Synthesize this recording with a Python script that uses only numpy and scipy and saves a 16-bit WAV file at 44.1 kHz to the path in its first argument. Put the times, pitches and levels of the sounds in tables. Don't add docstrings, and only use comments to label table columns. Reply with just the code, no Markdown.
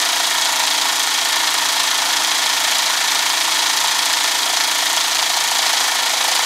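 import sys
import numpy as np
from scipy import signal
from scipy.fft import rfft, irfft, next_fast_len
from scipy.io import wavfile

SR = 44100
rng = np.random.default_rng(int(sys.argv[2]) if len(sys.argv) > 2 else 0)


def dump(signal):
    limited = np.clip(np.atleast_2d(signal).T, -1, 1)
    pcm = np.round(limited * 32767).astype(np.int16)
    wavfile.write(sys.argv[1], SR, pcm)


N = 284445
TIME_S = np.arange(N) / SR
FFT_SIZE = next_fast_len(N + SR)
FREQ_HZ = np.maximum(np.fft.rfftfreq(FFT_SIZE, 1 / SR), 1)


def from_db(db):
    return 10 ** (np.asarray(db) / 20)


def unit_rms(x):
    return x / np.sqrt(np.mean(x ** 2) + 1e-20)


def curve(rows):
    return np.interp(TIME_S, *np.transpose(rows))


def drift(rate_hz):
    knots = rng.standard_normal(4000)
    return unit_rms(np.interp(TIME_S * rate_hz, np.arange(len(knots)), knots))


def filtered(x, response):
    return irfft(rfft(x, FFT_SIZE) * response, FFT_SIZE)[:N]


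def below(edge_hz):
    return 1 / np.sqrt(1 + (FREQ_HZ / edge_hz) ** 8)


def above(edge_hz):
    return np.sqrt(1 - below(edge_hz) ** 2)


def room(x, wet_db, t60_s=.39):
    t = TIME_S[:SR // 2]
    tail = rng.standard_normal(len(t)) * from_db(-60 * t / t60_s) * (t > .004)
    reflections = signal.fftconvolve(x, tail / np.linalg.norm(tail))[:N]
    return unit_rms(x + from_db(wet_db) * reflections)


def blows(crank, phases, levels_db, jitter_s, uneven_db, stroke_db):
    strokes = np.arange(int(crank[-1]) + 1)[:, None]
    when_s = np.interp(strokes + phases, crank, TIME_S, left=-1, right=-1)
    at = np.round((when_s + jitter_s * rng.standard_normal(when_s.shape)) * SR).astype(int)
    scatter_db = uneven_db * rng.uniform(-1, 1, at.shape)
    force = from_db(levels_db + scatter_db + stroke_db * rng.standard_normal(strokes.shape))
    inside = (at >= 0) & (at < N)
    return np.bincount(at[inside], force[inside], N)


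# phase/stroke, then relative level/dB of housing knock, gear click, blade tick
STROKE_CONTACTS = [(.035, -0.5, -22, -14), (.10, -18, -2, -14), (0.131, -11, -28, -7),
                   (.245, 0.5, -9.5, -8), (.315, -11, -8.5, -15), (.39, -1.5, -4.5, -4), (.46, 1, -10, -38),
                   (.605, -1, -10, -2), (.775, 0.5, -6.5, 3), (.86, 1.5, -10.5, -18), (.89, -3.5, -5, -7),
                   (.965, 1.5, -0.5, -5)]


def rattle(crank, part, jitter_s, uneven_db, stroke_db, chatter_s, chatter_db, rub_db, rub_depth,
           rub_phase, grains_per_s=7000):
    contacts = dict(zip(("phase", "housing", "gear", "blade"), np.transpose(STROKE_CONTACTS)))
    hits = blows(crank, contacts["phase"], contacts[part], jitter_s, uneven_db, stroke_db)
    clicks = unit_rms(hits * rng.choice([-1, 1], N))
    energy = signal.lfilter([1], [1, -np.exp(-1 / (chatter_s * SR))], hits ** 2 + 1e-18)
    grains = (rng.random(N) < grains_per_s / SR) * rng.standard_normal(N)
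    chatter = unit_rms(np.sqrt(energy) * grains)
    friction = np.exp(rub_depth * np.cos(2 * np.pi * (crank - rub_phase)))
    rub = unit_rms(friction * rng.standard_normal(N))
    return unit_rms(clicks + from_db(chatter_db) * chatter + from_db(rub_db) * rub)


# t/s, level/dB
HOUSING_SHAKE = [(0.0, -18), (2.7, -17), (4.8, -18.5), (6.45, -17.5)]


def housings(crank):
    knocks = rattle(crank, "housing", jitter_s=.0004, uneven_db=4, stroke_db=.3, chatter_s=.0052,
                    chatter_db=1, rub_db=2, rub_depth=.37, rub_phase=.1)
    return from_db(curve(HOUSING_SHAKE)) * room(knocks, wet_db=-9.5)


def gears(crank, level_db=-17.5):
    clicks = rattle(crank, "gear", jitter_s=.00025, uneven_db=4.5, stroke_db=.57, chatter_s=.0026,
                    chatter_db=2.5, rub_db=2.5, rub_depth=.21, rub_phase=.042)
    return from_db(level_db) * room(clicks, wet_db=-15.5)


def blades(crank, level_db=-17):
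    ticks = rattle(crank, "blade", jitter_s=.00028, uneven_db=3, stroke_db=.3, chatter_s=.0026,
                   chatter_db=9, rub_db=8.5, rub_depth=.3, rub_phase=.03)
    return from_db(level_db) * room(ticks, wet_db=-12)


# f/Hz, relative level/dB
BODY_CURVE = [(20, -27.5), (110, -29), (220, -24.5), (290, -17), (570, -17), (650, -6.5), (1050, -2),
              (2700, -5), (3800, 0.0), (6800, -4.5), (8300, -9.5), (12000, -15.5), (14500, -20),
              (15800, -29)]
# f/Hz, width/Hz, level/dB
BODY_MODES = [(470, 230, -2.5), (515, 38, 8.5), (890, 55, 1), (1058, 47, 2), (1442, 155, 3.5),
              (1546, 100, -6), (1820, 224, 5.5), (2234, 260, 3.5), (3100, 320, 2.5), (3840, 520, 1),
              (5050, 100, 1), (5520, 230, -2.5), (6120, 470, 1.05), (9070, 150, 3)]


def body_response():
    hz, db = np.transpose(BODY_CURVE)
    broad_db = np.interp(np.log(FREQ_HZ), np.log(hz), db)
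    modes_db = sum(peak_db / (1 + (2 * (FREQ_HZ - centre_hz) / width_hz) ** 2)
                   for centre_hz, width_hz, peak_db in BODY_MODES)
    cepstrum = irfft(np.log(unit_rms(from_db(broad_db + modes_db))), FFT_SIZE)
    cepstrum[1:FFT_SIZE // 2] *= 2
    cepstrum[FFT_SIZE // 2 + 1:] = 0
    return np.exp(rfft(cepstrum))


def clatter(crank, gear_edge_hz=2590, steel_edge_hz=6360, wander_db=.2):
    low = filtered(housings(crank), below(gear_edge_hz))
    middle = filtered(gears(crank), above(gear_edge_hz) * below(steel_edge_hz))
    high = filtered(blades(crank), above(steel_edge_hz))
    hard = filtered(snaps(), above(gear_edge_hz))
    load = from_db(wander_db * drift(rate_hz=4))
    return load * filtered(low + middle + high + hard, body_response())


def bump(crank, phase, back_phase, back_db, ring_hz, width_hz, jitter_s, uneven_db, pair_db):
    hits = blows(crank, [phase, back_phase], np.array([0, back_db]), jitter_s, uneven_db, stroke_db=0)
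    throb = from_db(pair_db * (np.floor(crank) % 2))
    detune = (FREQ_HZ / ring_hz - ring_hz / FREQ_HZ) * ring_hz / width_hz
    resonance = (1 + 1j * detune) ** -3
    return room(filtered(hits * throb, resonance), wet_db=-13)


def buzz(crank, partials, limp_strokes, waver_db):
    limping = crank + limp_strokes * np.cos(np.pi * crank)
    tones = np.zeros(N)
    for multiple, db in partials:
        gain = from_db(db + waver_db * drift(rate_hz=3.63))
        tones += gain * np.cos(2 * np.pi * (multiple * limping + rng.random()))
    return np.sqrt(2) * tones


# f/stroke rate, rms level/dB
BUZZ_PARTIALS = [(1, -83), (2, -85), (3, -72), (5, -63.5), (6, -63.5), (7, -61), (8, -65), (10, -49.5),
                 (10.5, -57.5), (11, -54.5), (12, -49.5), (13, -58.5), (14, -55.5), (15, -54), (16, -54),
                 (17, -67), (18, -57), (19, -62), (20, -55.5), (23, -46), (24, -48), (25, -48.5),
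                 (26, -48.5), (28, -53), (31, -44.5), (33, -42), (34.5, -38.5), (35, -44.5), (36.5, -41.5)]


def first_knife(crank, ring_db=-30.5):
    ring = bump(crank, phase=.98, back_phase=.22, back_db=2, ring_hz=3322, width_hz=175,
                jitter_s=.0004, uneven_db=.5, pair_db=-2)
    return from_db(ring_db) * ring + buzz(crank, BUZZ_PARTIALS, limp_strokes=.0036, waver_db=1.66)


# start t/s, end t/s, slack/dB, accent of every second stroke/dB
SEATING_SPELLS = [(0.0, .27, 4, 6), (.5, 1.25, -4, 6), (3.2, 4.403, -3.5, 3), (4.45, 4.624, 6.5, 3.0),
                  (4.616, 5.168, 6.5, -9.0), (5.2, 5.92, -2, 5.5)]


def seating(reseat_s=.04):
    slack_db, accent_db = np.zeros(N), np.zeros(N)
    for start_s, end_s, spell_slack_db, spell_accent_db in SEATING_SPELLS:
        inside = np.clip(np.minimum(TIME_S - start_s, end_s - TIME_S) / reseat_s + .5, 0, 1)
        slack_db += spell_slack_db * inside
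        accent_db += spell_accent_db * inside
    return slack_db, accent_db


def post(crank, slack_db, accent_db, thud_db=-38, clack_db=-31, clack_loss_db_per_db=.27):
    thud = bump(crank, phase=.895, back_phase=.33, back_db=-22, ring_hz=719, width_hz=205,
                jitter_s=.00018, uneven_db=3.5, pair_db=accent_db)
    clack = bump(crank, phase=.865, back_phase=.51, back_db=-5.5, ring_hz=908, width_hz=240,
                 jitter_s=.00022, uneven_db=2, pair_db=3.5)
    return from_db(thud_db + slack_db) * thud + from_db(clack_db - clack_loss_db_per_db * slack_db) * clack


# t/s, relative level/dB
BLADE_SNAPS = [(0.9577, -1), (1.1468, -4), (1.7295, -4), (1.7594, -1), (1.942, -1), (2.2348, -4),
               (2.6738, -3), (2.7836, -3), (2.8998, -3), (3.2274, -4), (4.2014, -4), (5.3652, -2)]


def snaps(gain_db=-2):
    when_s, db = np.transpose(BLADE_SNAPS)
    return np.bincount(np.round(when_s * SR).astype(int), from_db(db + gain_db), N)


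# f/stroke rate, rms level/dB
DRONE_PARTIALS = [(15, -52), (18, -50), (19, -47), (26, -40), (27, -40), (28, -38), (32.5, -42),
                  (34.5, -42)]


def second_knife(crank, accent_db, knock_db=-29.3):
    knock = bump(crank, phase=.895, back_phase=.4, back_db=-20, ring_hz=760, width_hz=220,
                 jitter_s=.0001, uneven_db=1.5, pair_db=accent_db)
    return from_db(knock_db) * knock + buzz(crank, DRONE_PARTIALS, limp_strokes=.0033, waver_db=0)


# t/s, f/Hz
STROKE_RATE = [(0.0, 27.657), (0.5, 27.527), (1.4, 27.456), (2.1, 27.302), (2.8, 27.376), (3.45, 27.58),
               (4.8, 27.46), (5.5, 27.513), (6.0, 27.345), (6.45, 27.37)]


def scene(approach_start_s=4.55, approach_end_s=6.14, approach_db=22.5, recede_db=2.5):
    crank = .36 + np.cumsum(curve(STROKE_RATE)) / SR
    slack_db, accent_db = seating()
    near = np.clip((TIME_S - approach_start_s) / (approach_end_s - approach_start_s), 0, 1)
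    first = from_db(-recede_db * near) * first_knife(crank)
    second = from_db(-approach_db * (1 - near)) * second_knife(crank, accent_db)
    return (clatter(crank) + post(crank, slack_db, accent_db) + first + second)[None]


def record(dry, ceiling=1.1, cutoff_hz=15650):
    lowpass = signal.ellip(12, .1, 90, cutoff_hz, fs=SR, output="sos")
    return signal.sosfilt(lowpass, ceiling * np.tanh(dry / ceiling))


dry = scene()
out = record(dry)
dump(out)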